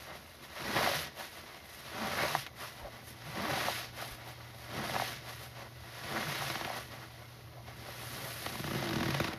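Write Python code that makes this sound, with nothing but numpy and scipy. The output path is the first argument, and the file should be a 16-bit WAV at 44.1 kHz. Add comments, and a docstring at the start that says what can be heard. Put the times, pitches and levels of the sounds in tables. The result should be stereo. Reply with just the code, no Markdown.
"""Sponge squeezed over a foamy sink.

Gloved hands squeeze a soapy sponge five times quickly, then once slowly, over a steel sink full of foam.
Suds are dense trains of ringing bubbles in four sizes: gurgle, squelch, fizz, spray; big bubbles pop singly.
The sponge sucks air on release; trapped air puffs out as spatter and thumps, in a run in the last squeeze.
Basin resonances and echoes colour it. A wavering motor hum, fading in at first, lies over a low room rumble.
"""
import sys
import numpy as np
from scipy import signal
from scipy.fft import rfft, irfft, next_fast_len
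from scipy.io import wavfile

SR = 44100
rng = np.random.default_rng(int(sys.argv[2]) if len(sys.argv) > 2 else 0)


def waveform_to_disk(signal):
    """Save audio, clipped to [-1, 1], as 16-bit WAV at the path in sys.argv[1]."""
    frames = np.transpose(np.atleast_2d(signal))
    scaled = np.clip(frames, -1, 1) * 32767
    samples = np.round(scaled).astype(np.int16)
    wavfile.write(sys.argv[1], SR, samples)


N = 413658
TIME = np.arange(N) / SR

# motor hum: start_s, level_db [RMS, before waver]
HUM = [(0, -103), (2.3, -58), (2.6, -60), (3.2, -57.5), (3.9, -54.5), (6, -54.5), (8, -53.5), (9.38, -54)]
HUM_HZ = 119.1
# still air of the room: freq_hz, relative_db_per_hz
ROOM_TONE = [(25, -26), (45, -3), (80, 10), (130, -9), (200, -21), (400, -12.5), (1000, -26), (4000, -14),
             (15000, -21)]

# lone ticks of standing foam: freq_hz, relative_db_per_hz
TICKS = [(700, 1), (1500, -10), (3000, -3), (6000, -15)]
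TICK_DB, TICKS_PER_S = -70, 130

# bubble populations: freq_hz, relative_db_per_hz
GURGLE = [(60, -9), (90, -8), (140, -1.5), (210, -3), (280, -14), (400, -1.5), (560, -15.5)]
SQUELCH = [(380, -6.5), (550, 0.5), (750, 4), (1000, 3), (1500, 1), (2000, -4), (2700, -13)]
FIZZ = [(1900, 1.5), (2600, -5), (3600, -4.5), (5000, 13), (6500, -36.5), (8500, -37)]
SPRAY = [(6500, -1.5), (8000, 11), (9700, 27), (11500, 14), (14000, -9), (16000, -11)]
# squelch left once loose water has gone: freq_hz, gain_db
DRAINED = [(500, -0.5), (900, -1), (1500, -0.5), (2200, 0)]
# draining starts before the hardest moment; the sponge soaks again at the end
DRAIN_LEAD_S, DRAIN_S, SOAK_S = 0.17, 0.15, 0.12
# left-right difference of edge foam: freq_hz, gain_db [against centre]
WIDTH = [(100, -34), (400, -22), (800, -12), (2100, -10), (2800, -3.5), (3800, -9), (5000, -8), (8000, -14),
         (12000, -11)]
# undisturbed foam, one row: gurgle_db, squelch_db, fizz_db, spray_db [before size trims]
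REST_DB = [-60.5, -61, -70.5, -95]

# hollow between cupped hands; level = PALMS_DB + share of squelch dB
PALMS_HZ, PALMS_WANDER_HZ, PALMS_DRIFT_HZ = 2043, 69.8, 45
PALMS_DB, PALMS_FOLLOWS = -21.5, 0.85

# fingers shift hold: centre_s, half_length_s, relative_db, brightness_db [fizz 0, squelch -, spray +]
REGRIPS = [(0.022, 0.063, -3, 1), (0.104, 0.058, -6.5, -9.5), (0.155, 0.036, -5, -0.5),
           (0.26, 0.17, -8.5, 0.5), (0.446, 0.025, -3.5, 1), (1.132, 0.026, -12, -2),
           (1.356, 0.086, -3.5, 0.5), (1.518, 0.11, -4.5, -3.5), (1.747, 0.12, -4.5, 2),
           (2.79, 0.037, -4.5, -2.5), (2.96, 0.059, -6, -4), (3.088, 0.043, -4.5, 6),
           (4.12, 0.045, -1, 1.5), (4.21, 0.077, -8.5, -9), (4.292, 0.044, -1.5, -0.5),
           (4.456, 0.13, -7, -4), (4.6, 0.068, -9.5, 3.5), (5.434, 0.059, -2, 1.5),
           (5.602, 0.072, -3.5, -5), (6.674, 0.083, 3.5, -2.5), (6.953, 0.064, -4, -4),
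           (7.029, 0.05, -7.5, -4), (7.204, 0.3, -10.5, -1.5), (7.696, 0.04, -6.5, -7)]
# base levels, one row: squelch_db, fizz_db, spray_db
REGRIP_DB = [-51.5, -50.5, -54.5]
# hands let go, sponge sucks air: start_s, relative_db
RELEASES = [(1.108, -3), (2.52, -2.5), (3.9, -2), (5.19, -4.5), (6.664, -3.5)]
# base levels, one row: squelch_db, fizz_db, spray_db
SUCK_DB = [-45.5, -45, -49.5]
SUCK_S, SUCK_SHARPNESS, REFILL_S, REFILL_DB = 0.11, 4.9, 0.15, -12   # quick gasp, slow faint refill
SLOSH_DB = -14.5   # gurgle against squelch in a release or regrip

# suds slurp through a changing gap: centre_s, half_length_s, level_db, start_pitch_hz, end_pitch_hz
SLURPS = [(0.103, 0.027, -52, 646, 850), (1.206, 0.019, -49.5, 650, 1000), (1.696, 0.012, -65, 600, 720),
          (2.645, .025, -50, 1200, 850), (2.85, 0.041, -50, 1000, 580), (3.699, 0.011, -44, 720, 900),
          (4.012, .022, -50, 1510, 1150), (4.269, 0.031, -54, 620, 850), (5.31, 0.018, -58, 850, 700),
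          (5.611, .045, -61, 640, 800), (6.779, .014, -49.5, 850, 1250), (6.945, .014, -55, 740, 860),
          (7.03, .016, -52, 1650, 1300), (7.581, 0.037, -56.5, 600, 740), (8.272, 0.036, -50.5, 560, 720)]
SLURP_WIDTH_HZ, SLURP_BREAKS_PER_S = 260, 800

# quick squeezes: grip_s, build_s [to hardest], fade_s [hardest to wrung out], suds_db [relative],
# wait_s [until water runs], water_db [relative]
SQUEEZES = [(0.478, 0.41, 0.23, 1.5, 0.067, -3.5), (1.74, 0.56, 0.18, -1.5, 0.13, -6),
            (3.158, 0.5, 0.27, -1.3, 0.1, -4), (4.572, 0.4, 0.29, -3, 0.09, -3.5),
            (5.76, 0.61, 0.37, -3, 0.21, -7)]
# response of squelch, fizz, spray (one row each): peak_db, lead_s [ahead of hardest],
# build_db [lower at grip], fade_db [lower when wrung out]
PRESSED = [(-38.5, 0.027, 20.5, 29), (-39, -0.042, 19.5, 22), (-45.5, -0.076, 19.5, 36)]
BUILD_POWER, FADE_POWER = 1.9, 2.43
# loose water runs first and drains before the end
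GURGLE_DB, GURGLE_PEAK_S, GURGLE_DRAIN_S, GURGLE_SHARPNESS = -42.5, 0.19, 0.11, 1.67

# wet pockets give way: centre_s, half_length_s, squelch_db [before GUSH_DB]
GUSHES = [(0.62, 0.062, -46), (0.786, 0.071, -33.5), (2.028, 0.061, -43), (2.208, 0.062, -34.5),
          (3.472, 0.14, -38.5), (4.01, 0.024, -46), (4.72, 0.041, -54), (4.822, 0.048, -42),
          (4.958, 0.03, -41), (5.283, 0.047, -51), (6.155, 0.036, -39), (6.58, 0.06, -49),
          (6.75, 0.045, -44)]
# offsets, one row: gurgle_db, squelch_db, fizz_db, spray_db
GUSH_DB = [-11.5, -0.5, -16, -40]

# trapped air pockets boom: centre_s, half_length_s, level_db [RMS, before roughness], mean_pitch_hz
GLUGS = [(0.7, .04, -45, 206.7), (0.982, 0.044, -45, 138), (2.029, 0.034, -42, 210),
         (2.362, 0.048, -45.5, 140), (3.283, 0.022, -46.5, 160.4), (3.414, .05, -43, 200),
         (3.48, 0.043, -43.5, 335.6), (3.526, 0.039, -48, 133), (4.812, 0.023, -43.5, 225),
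         (6.16, 0.038, -43.5, 329), (6.173, .04, -44.5, 214.4), (6.295, .035, -41, 140.2),
         (6.456, 0.06, -45.5, 139.4), (8.62, .04, -45, 140.2), (8.767, 0.091, -45, 136.6),
         (8.82, .2, -48, 334), (9.003, 0.043, -42, 221), (9.146, 0.062, -38.5, 139.8)]
GLUG_WOBBLE, GLUG_ROUGH_DB = .07, 1.5   # spread of pitch (share) and of level

# biggest bubbles bursting: start_s, relative_db, final_pitch_hz, swell_s [short ticks, long bloops]
POPS = [(0.766, -28, 577, 0.0017), (0.791, -27, 620, 0.0015), (0.809, -30, 655, 0.0028),
        (0.831, -27, 695, 0.0016), (0.863, -20, 860, 0.00063), (0.873, -23.5, 694, 0.0023),
        (0.879, -25, 620, 0.00071), (0.89, -31, 585, 0.0013), (0.914, -31, 605, 0.0023),
        (0.935, -30, 636, 0.0016), (2.19, -24, 1110, 0.00081), (2.215, -28, 1900, 0.0012),
        (2.235, -27, 630, 0.0013), (2.251, -29, 574, 0.0028), (2.308, -33, 1100, 0.0025),
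        (2.3505, -17, 730, 0.0014), (2.471, -34.5, 1870, 0.00081), (2.844, -41.5, 600, 0.0049),
        (2.871, -46, 576, 0.0018), (3.467, -35, 750, 0.0014), (3.481, -33, 580, 0.0019),
        (3.498, -31, 600, 0.0014), (3.51, -31, 800, 0.00074), (3.519, -40, 700, .0008),
        (3.535, -32, 766, 0.002), (3.575, -29, 617, 0.0013), (3.603, -28, 1480, .0012),
        (3.612, -28, 800, .001), (3.648, -33, 1410, 0.0014), (3.684, -22, 635, 0.0014),
        (4.023, -36, 666, .0025), (4.896, -30, 640, 0.0016), (4.945, -30, 660, 0.0015),
        (4.953, -28, 950, 0.0012), (4.963, -25, 680, 0.0013), (4.9985, -22, 680, 0.0011),
        (5.02, -25, 690, 0.0018), (6.161, -31, 1130, 0.0013), (6.17, -25.5, 1000, 0.001),
        (6.183, -33, 850, 0.00076), (6.228, -30, 1210, 0.0013), (6.269, -30.5, 1360, 0.002),
        (6.351, -33, 1500, 0.00077), (6.41, -30, 1140, 0.0015), (6.421, -30, 770, 0.0018),
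        (6.556, -39, 646, 0.00098), (6.611, -31, 760, 0.0012), (6.648, -26, 1710, 0.00092),
        (6.651, -39, 597, 0.00092), (6.675, -34, 724, .0022), (6.701, -30, 610, 0.0014),
        (6.712, -34, 710, 0.0019), (6.721, -41, 675, 0.0014), (6.762, -36, 646, .001),
        (6.785, -38, 680, 0.0022), (7.886, -41.5, 620, 0.0023), (8.464, -31, 640, 0.0013),
        (8.641, -42, 619, 0.002), (8.675, -38, 690, 0.0018), (8.71, -38, 1180, .001),
        (9.008, -28.5, 644, 0.0014), (9.202, -28, 520, .0012)]
# crack of a tearing film: freq_hz, relative_db_per_hz
SNAP = [(120, -22), (350, -5), (1200, -1), (2200, 0), (3500, -24), (8000, -26)]
# lesser bubbles burst at random, louder with the squelch
STRAY_POPS_PER_S, STRAY_LOW_HZ, STRAY_HIGH_HZ = 45, 530, 1730
STRAY_OVER_SQUELCH_DB, STRAY_SPREAD_DB, STRAY_SWELL_S = -0.5, 1.5, .001

# air puffs through suds: start_s, spatter_db [relative], thump_db [relative]
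PUFFS = [(2.463, -27.5, -70), (6.499, -23, -45), (6.554, -24, -40.5), (6.61, -28, -41), (6.648, -29, -41),
         (8.461, -22.5, -42), (8.529, -37, -56), (8.553, -31, -41), (8.594, -30.5, -34),
         (8.64, -29.5, -35.5), (8.673, -28, -33), (8.709, -28.5, -33), (8.73, -30, -35), (8.748, -28, -33),
         (8.764, -30, -41), (8.793, -30, -40), (8.809, -35, -45), (8.824, -27.5, -43), (8.838, -30, -37),
         (8.856, -28, -38), (8.871, -27, -38), (8.889, -24, -35), (8.907, -27.5, -31), (8.93, -25, -32),
         (8.957, -24, -28.5), (8.982, -27, -29), (9.005, -26.5, -30), (9.029, -23, -33),
         (9.056, -23.5, -28), (9.081, -25, -28.5), (9.105, -23.5, -37), (9.143, -18, -35),
         (9.199, -19, -26), (9.242, -21, -34), (9.28, -26, -34.5), (9.331, -25.5, -39)]
# grains of a puff: freq_hz, relative_db_per_hz
SPATTER = [(350, 1), (650, 0), (1100, 6), (2000, 1), (3000, -1.5), (5000, -5.5), (8000, -39), (14000, -15)]
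PUFF_RISE_S = 0.0023
COARSE_HZ, COARSE_LAG_S = 1000, 0.0013   # coarse grains follow fine ones
THUMP_OVERSHOOT, THUMP_GLIDE_S = 1.7, 0.002   # starts high, falls onto pitch
SHOVE_DB, SHOVE_S = -8, 0.0053   # one soft, deep push of escaping air

# soft nudges against the basin: start_s, peak_db
NUDGES = [(2.83, -44.5), (4.11, -46)]

# last squeeze, two pushes: time_s, gurgle_db, squelch_db, fizz_db, spray_db [before size trims]
SLOW_SQUEEZE = [(7.62, -64, -73, -68, -70), (7.87, -57, -52, -52.5, -58.5), (8.0, -59, -51, -51, -53),
                (8.25, -51.5, -48.5, -48.5, -49), (8.4, -62, -55, -48.5, -50),
                (8.48, -49, -46.5, -45.5, -49.5), (8.62, -55, -52, -47.5, -51.5),
                (8.76, -50, -44, -45.5, -51.5), (9.04, -51, -44.5, -45.5, -54),
                (9.27, -49.5, -45, -44, -54.5), (9.38, -56, -49.5, -63, -67)]

# basin resonances and one hollow: freq_hz, width_hz, gain_db
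BASIN = [(84.3, 7.5, 13.5), (137, 9.4, 9), (233.6, 42, 7), (329, 19, 7), (415, 4.1, 4.5), (564, 127, 5.5),
         (685, 40, 5), (776, 22, 5.5), (1004, 26, 5.5), (1145, 56, 4.5), (1363, 40, 5), (1490, 26, 2.5),
         (1720, 50, 3), (1923, 120, 4.5), (2100, 21, 4), (2215, 21, 7.5), (2243, 70, -13), (3860, 40, 3)]
WALL_ECHO_S, WALL_ECHO_DB = .0054, -17
# reflected against direct sound: freq_hz, gain_db
REFLECTED = [(100, -24), (300, -19), (700, -15), (2000, -15), (4000, -13), (15000, -12)]
# phase between channels: freq_hz, left_lead_rad
PORT_PHASE = [(0, 0), (800, .15), (1500, 0), (4100, -.25), (5200, -1.05), (6300, -1.8), (7300, -2.9),
              (8500, -3.4), (9400, -4.2), (10500, -5.1), (11400, -6.1), (12700, -6.5), (14000, -7.9),
              (15200, -9.4)]
CUTOFF_HZ = 15100


def from_db(db):
    """Decibels to gain."""
    return 10 ** (np.asarray(db) / 20)


def power(db):
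    """Decibels to power; separate flows add in power."""
    return from_db(db) ** 2


def rms_one(x):
    """Scale to unit power."""
    return x / np.sqrt(np.mean(x ** 2) + 1e-20)


def in_time(rows):
    """Interpolate each column of a curve to one value per sample."""
    s, *columns = np.transpose(rows)
    return [np.interp(TIME, s, c) for c in columns]


def at_hz(points, hz):
    """Read a spectrum on a log-frequency axis."""
    f, value = np.transpose(points)
    return np.interp(np.log(np.maximum(hz, 1)), np.log(f), value)


def coloured(x, spectrum):
    """Filter by a dB spectrum."""
    length = x.shape[-1]
    size = next_fast_len(length, True)
    gain = from_db(at_hz(spectrum, np.fft.rfftfreq(size, 1 / SR)))
    return irfft(rfft(x, size) * gain, size)[..., :length]


def drift(corner_hz):
    """Noise through two equal lowpass poles, made at SR / 20; spread about 1."""
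    r = np.exp(-40 * np.pi * corner_hz / SR)
    noise = rng.standard_normal(N // 20 + 2002)
    slow = signal.lfilter([1], [1, -2 * r, r * r], noise)[2000:]   # drop filter start-up
    return np.interp(np.arange(N) / 20, np.arange(len(slow)), rms_one(slow))


def add(out, s, sound):
    """Mix a short sound in at time s."""
    start = max(round(s * SR), 0)
    out[start:start + len(sound)] += sound[:max(N - start, 0)]


def swell(t, peak_s):
    """Envelope that rises to 1 at peak_s and dies away."""
    u = np.maximum(t, 0) / peak_s
    return u * np.exp(1 - u)


def hump(half_s):
    """Power of a brief Gaussian swell centred in one second."""
    return np.exp(-2 * ((np.arange(SR) / SR - .5) / half_s) ** 2)


def swells(rows):
    """Power per bubble size from rows: centre_s, half_length_s, levels_db."""
    out = np.zeros((len(rows[0][2]), N + 2 * SR))
    for s, half_s, db in rows:
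        start = max(round(s * SR), 0)
        out[:, start:start + SR] += power(db)[:, None] * hump(half_s)
    return out[:, SR // 2:SR // 2 + N]


def bubbles(spectrum, per_s, spread_db, octaves, count=9):
    """Films break at random, each ringing its size class's band; unit power overall."""
    out = np.zeros(N)
    for hz in np.geomspace(spectrum[0][0], spectrum[-1][0], count):
        draws = rng.random((N // 10, 3))[:int(per_s / count * N / SR)]
        when, size, sign = draws.T
        strength = from_db(spread_db * np.minimum(-np.log(1 - size), 4)) * np.sign(sign - .5)
        clicks = np.bincount((when * N).astype(int), strength, N)
        edges_hz = [hz / 2 ** (octaves / 2), min(hz * 2 ** (octaves / 2), .45 * SR)]
        band = signal.butter(2, edges_hz, "band", fs=SR, output="sos")
        ring = signal.sosfilt(band, clicks + 1e-18)
        # sqrt(hz): log-spaced bands, spectrum per Hz
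        out += rms_one(ring) * np.sqrt(hz) * from_db(at_hz(spectrum, hz))
    return rms_one(out)


def room(tone_db=-57.5, waver_db=2.5, idle_db=-2.0):
    """Wavering motor hum over a low noise rumble, which is lighter until the motor runs."""
    hum_db, = in_time(HUM)
    hum_gain = from_db(hum_db + waver_db * drift(22.0))
    hum = hum_gain * np.sqrt(2) * np.sin(2 * np.pi * HUM_HZ * TIME + 0.37 * drift(8.9))
    idle = np.clip((HUM[1][1] - hum_db) / 10, 0, 1)
    rumble = rms_one(coloured(rng.standard_normal(N), ROOM_TONE))
    return hum + from_db(tone_db + idle_db * idle) * rumble


def ticks():
    """Single films of standing foam break with tiny ticks."""
    return from_db(TICK_DB) * bubbles(TICKS, per_s=TICKS_PER_S, spread_db=3.0, octaves=0.68, count=6)


def drained():
    """How far the sponge has lost its loose water, 0-1."""
    out = np.zeros(N)
    for grip_s, build_s, fade_s, *_ in SQUEEZES:
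        t = TIME - grip_s - build_s
        draining = (t + DRAIN_LEAD_S) / DRAIN_S
        soaking = (fade_s - t) / SOAK_S
        out += np.clip(np.minimum(draining, soaking), 0, 1)
    return out


def foam(gurgle_db, squelch_db, fizz_db, spray_db):
    """Four bubble sizes, deep gurgle to finest spray; squelch changes colour as the sponge drains."""
    gurgle = from_db(gurgle_db - 3.5) * bubbles(GURGLE, per_s=2000, spread_db=0.5, octaves=0.89, count=6)
    squelch = from_db(squelch_db - 3.0) * bubbles(SQUELCH, per_s=3600, spread_db=1.0, octaves=1.35, count=7)
    squelch = squelch + drained() * (coloured(squelch, DRAINED) - squelch)
    fizz = from_db(fizz_db) * bubbles(FIZZ, per_s=15000, spread_db=0.4, octaves=1.2, count=5)
    spray = from_db(spray_db + 1.5) * bubbles(SPRAY, per_s=12000, spread_db=3.0, octaves=1.0, count=4)
    return gurgle + squelch + fizz + spray


def suds(levels_db, clump_db=1.02, clump_hz=40, gulp_db=1.0, gulp_hz=16):
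    """Suds leave the pores in shared spurts, between the palms (mid) and at the edges (side)."""
    gurgle_db, squelch_db, fizz_db, spray_db = levels_db
    spurts = from_db(clump_db * drift(clump_hz))
    gulps = gulp_db * drift(gulp_hz)   # large bubbles only
    centre = foam(gurgle_db + gulps, squelch_db + gulps, fizz_db, spray_db)
    edges = foam(gurgle_db + gulps, squelch_db + gulps, fizz_db, spray_db)
    return spurts * (centre + coloured(edges, WIDTH) * np.array([[1], [-1]]))


def palms(squelch_db):
    """Suds ring the hollow between the hands: noise-modulated tone, pitch wandering with the grip."""
    turn = 2 * np.pi * np.cumsum(PALMS_HZ + PALMS_WANDER_HZ * drift(4)) / SR
    ringing = drift(PALMS_DRIFT_HZ) * np.cos(turn) + drift(PALMS_DRIFT_HZ) * np.sin(turn)
    return from_db(PALMS_DB + PALMS_FOLLOWS * squelch_db) * ringing


def handling():
    """Power of the four sizes as fingers find a new hold and the released sponge sucks air and refills."""
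    fineness, t = np.array([-1, 0, 1]), np.arange(2 * SR) / SR
    regrips = [(s, half_s, REGRIP_DB + fineness * bright_db + db) for s, half_s, db, bright_db in REGRIPS]
    out = swells(regrips)
    gasp = swell(t, SUCK_S) ** (2 * SUCK_SHARPNESS)
    refill = power(REFILL_DB) * swell(t, REFILL_S) ** 2
    for size, suck_db in enumerate(SUCK_DB):
        for s, db in RELEASES:
            add(out[size], s, power(suck_db + db) * (gasp + refill))
    gurgle = power(SLOSH_DB) * out[0]
    return np.vstack([gurgle, out])


def slurps():
    """Films break in a narrow gap and ring its cavity; pitch slides as the gap changes."""
    out, t = np.zeros(N), np.arange(SR // 4) / SR - 1 / 8
    decay = np.exp(-np.pi * SLURP_WIDTH_HZ / SR)
    for s, half_s, db, start_hz, end_hz in SLURPS:
        hz = start_hz + (end_hz - start_hz) * (1 + np.tanh(t / half_s)) / 2
        turn = np.exp(2j * np.pi * np.cumsum(hz) / SR)
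        breaks = (rng.random(len(t)) < SLURP_BREAKS_PER_S / SR) * rng.choice([-1, 1], len(t))
        # resonator in a frame that turns with the pitch
        ring = (turn * signal.lfilter([1], [1, -decay], breaks / turn)).real
        shape = np.exp(-(t / half_s) ** 2)
        sound = from_db(db) * rms_one(ring * shape) * np.sqrt(np.mean(shape ** 2))
        add(out, s + t[0], sound[s + t >= 0])
    return out


def squeezes():
    """Power of the four sizes as the hands close: water first, then ever finer foam."""
    out = np.zeros((4, N))
    for grip_s, build_s, fade_s, suds_db, wait_s, water_db in SQUEEZES:
        hardest_s = grip_s + build_s
        end_s, water_s = hardest_s + fade_s, grip_s + wait_s
        near = (TIME > grip_s - .5) & (TIME < end_s + .5)
        t = TIME[near]
        water_left = np.clip((end_s - t) / GURGLE_DRAIN_S, 0, 1)
        water = swell(t - water_s, GURGLE_PEAK_S) ** GURGLE_SHARPNESS * water_left
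        out[0, near] += power(GURGLE_DB + water_db) * water ** 2
        for size, (peak_db, lead_s, build_db, fade_db) in enumerate(PRESSED, 1):
            peak_s = hardest_s - lead_s
            before = np.maximum((peak_s - t) / (peak_s - grip_s), 0)
            after = np.clip((t - peak_s) / (end_s - peak_s), 0, 2)
            lower_db = build_db * before ** BUILD_POWER + fade_db * after ** FADE_POWER
            out[size, near] += power(peak_db + suds_db - lower_db)
    return out


def gushes():
    """Power of the four sizes where wet pockets give way under the grip."""
    return swells([(s, half_s, np.add(GUSH_DB, db)) for s, half_s, db in GUSHES])


def glugs():
    """Water wells through the fingers; each trapped air pocket booms as a wobbling, throaty sine."""
    out = np.zeros(N)
    stretched_s = np.cumsum(1 + GLUG_WOBBLE * drift(35.07)) / SR   # wobbling clock
    for (s, half_s, db, hz), turn in zip(GLUGS, rng.random(len(GLUGS))):
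        near = np.abs(TIME - s) < 3 * half_s
        shape = np.exp(-((TIME[near] - s) / half_s) ** 2)
        out[near] += from_db(db) * shape * np.sin(2 * np.pi * (hz * stretched_s[near] + turn))
    return np.sqrt(2) * out * from_db(GLUG_ROUGH_DB * drift(50))


def stray_pops(squelch_db):
    """Random lesser bubbles as pop rows: start_s, relative_db, final_pitch_hz, swell_s."""
    draws = rng.random((2000, 4))[:int(STRAY_POPS_PER_S * N / SR)]
    when, size, pitch, length = draws.T
    start_s = when * N / SR
    db = np.interp(start_s, TIME, squelch_db) + STRAY_OVER_SQUELCH_DB + STRAY_SPREAD_DB * (2 * size - 1)
    hz = STRAY_LOW_HZ * (STRAY_HIGH_HZ / STRAY_LOW_HZ) ** pitch
    return list(zip(start_s, db, hz, STRAY_SWELL_S * (.5 + length)))


def pops(bursts, level_db=-2.5, glide_s=0.00068, overshoot=2.07, snap_s=0.00085, snap_db=-9.0):
    """A big bubble tears: a noise snap of the film, and a short blip falling onto its pitch."""
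    out, t = np.zeros(N), np.arange(SR // 30) / SR
    noise = rms_one(coloured(rng.standard_normal((len(bursts), len(t))), SNAP))
    snaps = noise * swell(t, snap_s) * from_db(snap_db)
    falling_s = t + overshoot * glide_s * (1 - np.exp(-t / glide_s))
    for (s, db, hz, swell_s), snap, turn in zip(bursts, snaps, rng.random(len(bursts))):
        blip = swell(t, swell_s) ** 2 * np.sin(2 * np.pi * (hz * falling_s + turn))
        add(out, s, from_db(db + level_db) * (snap + blip))
    return out


def puffs(escapes, spatter_db=-10.0, thump_db=-1.0, thump_hz=130, thump_s=0.0023, lag_s=0.00785,
          pocket_hz=325, pocket_db=-10.0, pocket_s=0.0029):
    """Air spatters the suds; then the foam flap thumps shut and the pocket between the palms rings."""
    spatter, low, t = np.zeros(N), np.zeros(N), np.arange(SR // 12) / SR
    falling_s = t + THUMP_OVERSHOOT * THUMP_GLIDE_S * (1 - np.exp(-t / THUMP_GLIDE_S))
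    shove = from_db(SHOVE_DB) * swell(t, SHOVE_S) ** 2
    for (s, peak_db, low_db), (size, hollow) in zip(escapes, rng.uniform(-1, 1, (len(escapes), 2))):
        add(spatter, s, from_db(peak_db + spatter_db) * swell(t, PUFF_RISE_S))
        flap_hz = thump_hz * np.exp(0.19 * size)
        hollow_hz = pocket_hz * np.exp(0.039 * hollow)
        thump = from_db(thump_db) * swell(t, thump_s) * np.sin(2 * np.pi * flap_hz * falling_s)
        pocket = from_db(pocket_db) * swell(t, pocket_s) * np.sin(2 * np.pi * hollow_hz * t)
        add(low, s + lag_s, from_db(low_db) * (thump + pocket + shove))
    # so small a pocket has no deep bass
    sealed = signal.sosfilt(signal.butter(2, 75, "high", fs=SR, output="sos"), low)
    grains = bubbles(SPATTER, per_s=20000, spread_db=1.5, octaves=1.38, count=8)
    coarse = signal.sosfiltfilt(signal.butter(2, COARSE_HZ, fs=SR, output="sos"), grains)
    late = np.interp(TIME - COARSE_LAG_S, TIME, spatter)
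    return spatter * (grains - coarse) + late * coarse + sealed


def pressure(escapes, drop=0.092, recover_s=0.0071):
    """Each puff vents the sponge, so the suds sag briefly: gain exp(-drop), deepest at recover_s."""
    lost, t = np.zeros(N), np.arange(SR // 8) / SR
    for s, *_ in escapes:
        add(lost, s, drop * swell(t, recover_s))
    return np.exp(-lost)


def nudges(floor_hz=50, peak_s=0.014):
    """Basin floor gives a dull, deep wobble: a swelling sine."""
    out, t = np.zeros(N), np.arange(SR // 3) / SR
    for s, db in NUDGES:
        add(out, s, from_db(db) * swell(t, peak_s) * np.sin(2 * np.pi * floor_hz * t))
    return out


def slow_squeeze():
    """Power of the four sizes in the last, slow squeeze."""
    return power(in_time(SLOW_SQUEEZE)) * (TIME > SLOW_SQUEEZE[0][0])


def flow():
    """Levels in dB of gurgle, squelch, fizz and spray: foam at rest plus all the hands do."""
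    rest = power(REST_DB)[:, None]
    return 10 * np.log10(rest + squeezes() + gushes() + handling() + slow_squeeze())


def basin(x):
    """Standing waves between the sink walls, as a chain of peaks and one dip."""
    for hz, width_hz, db in BASIN:
        b, a = signal.iirpeak(hz, hz / width_hz, fs=SR)
        x = x + (from_db(db) - 1) * signal.lfilter(b, a, x)
    return x


def wall_echo(x):
    """One hard wall nearby returns a delayed copy."""
    delayed = np.pad(x, ((0, 0), (round(WALL_ECHO_S * SR), 0)))[:, :N]
    return x + from_db(WALL_ECHO_DB) * delayed


def reflections(x, t60_s=.09):
    """Faint sink-wall echoes: decaying noise, different in each channel."""
    t = np.arange(SR // 8) / SR
    echoes = rng.standard_normal((2, len(t))) * from_db(-60 * t / t60_s) * (t > .002)
    echoes = echoes / np.sqrt(np.sum(echoes ** 2, axis=1, keepdims=True))
    return x + coloured(signal.fftconvolve(x, echoes, axes=1)[:, :N], REFLECTED)


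def scene():
    """Sponge sounds in the basin, slightly left of centre, with nudges and room around them."""
    left_db = .22
    levels_db = flow()
    squelch_db = levels_db[1]
    bursts = list(POPS) + stray_pops(squelch_db + drained() * DRAINED[1][1])
    wet = pressure(PUFFS) * suds(levels_db) + puffs(PUFFS) + pops(bursts)
    wet = wet + slurps() + ticks() + palms(squelch_db)
    sponge = reflections(wall_echo(basin(wet)) + glugs())   # glugs bypass the basin resonances
    return sponge * from_db([[left_db], [-left_db]]) + nudges() + room()


def record(dry):
    """Channels drift out of phase in the treble; a steep lowpass cuts the top."""
    phase_rad = np.interp(np.fft.rfftfreq(N, 1 / SR), *np.transpose(PORT_PHASE))
    ports = irfft(rfft(dry) * np.exp(.5j * phase_rad * np.array([[1], [-1]])), N)
    return signal.sosfilt(signal.ellip(10, .2, 80, CUTOFF_HZ, fs=SR, output="sos"), ports)


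dry = scene()
out = record(dry)
waveform_to_disk(out)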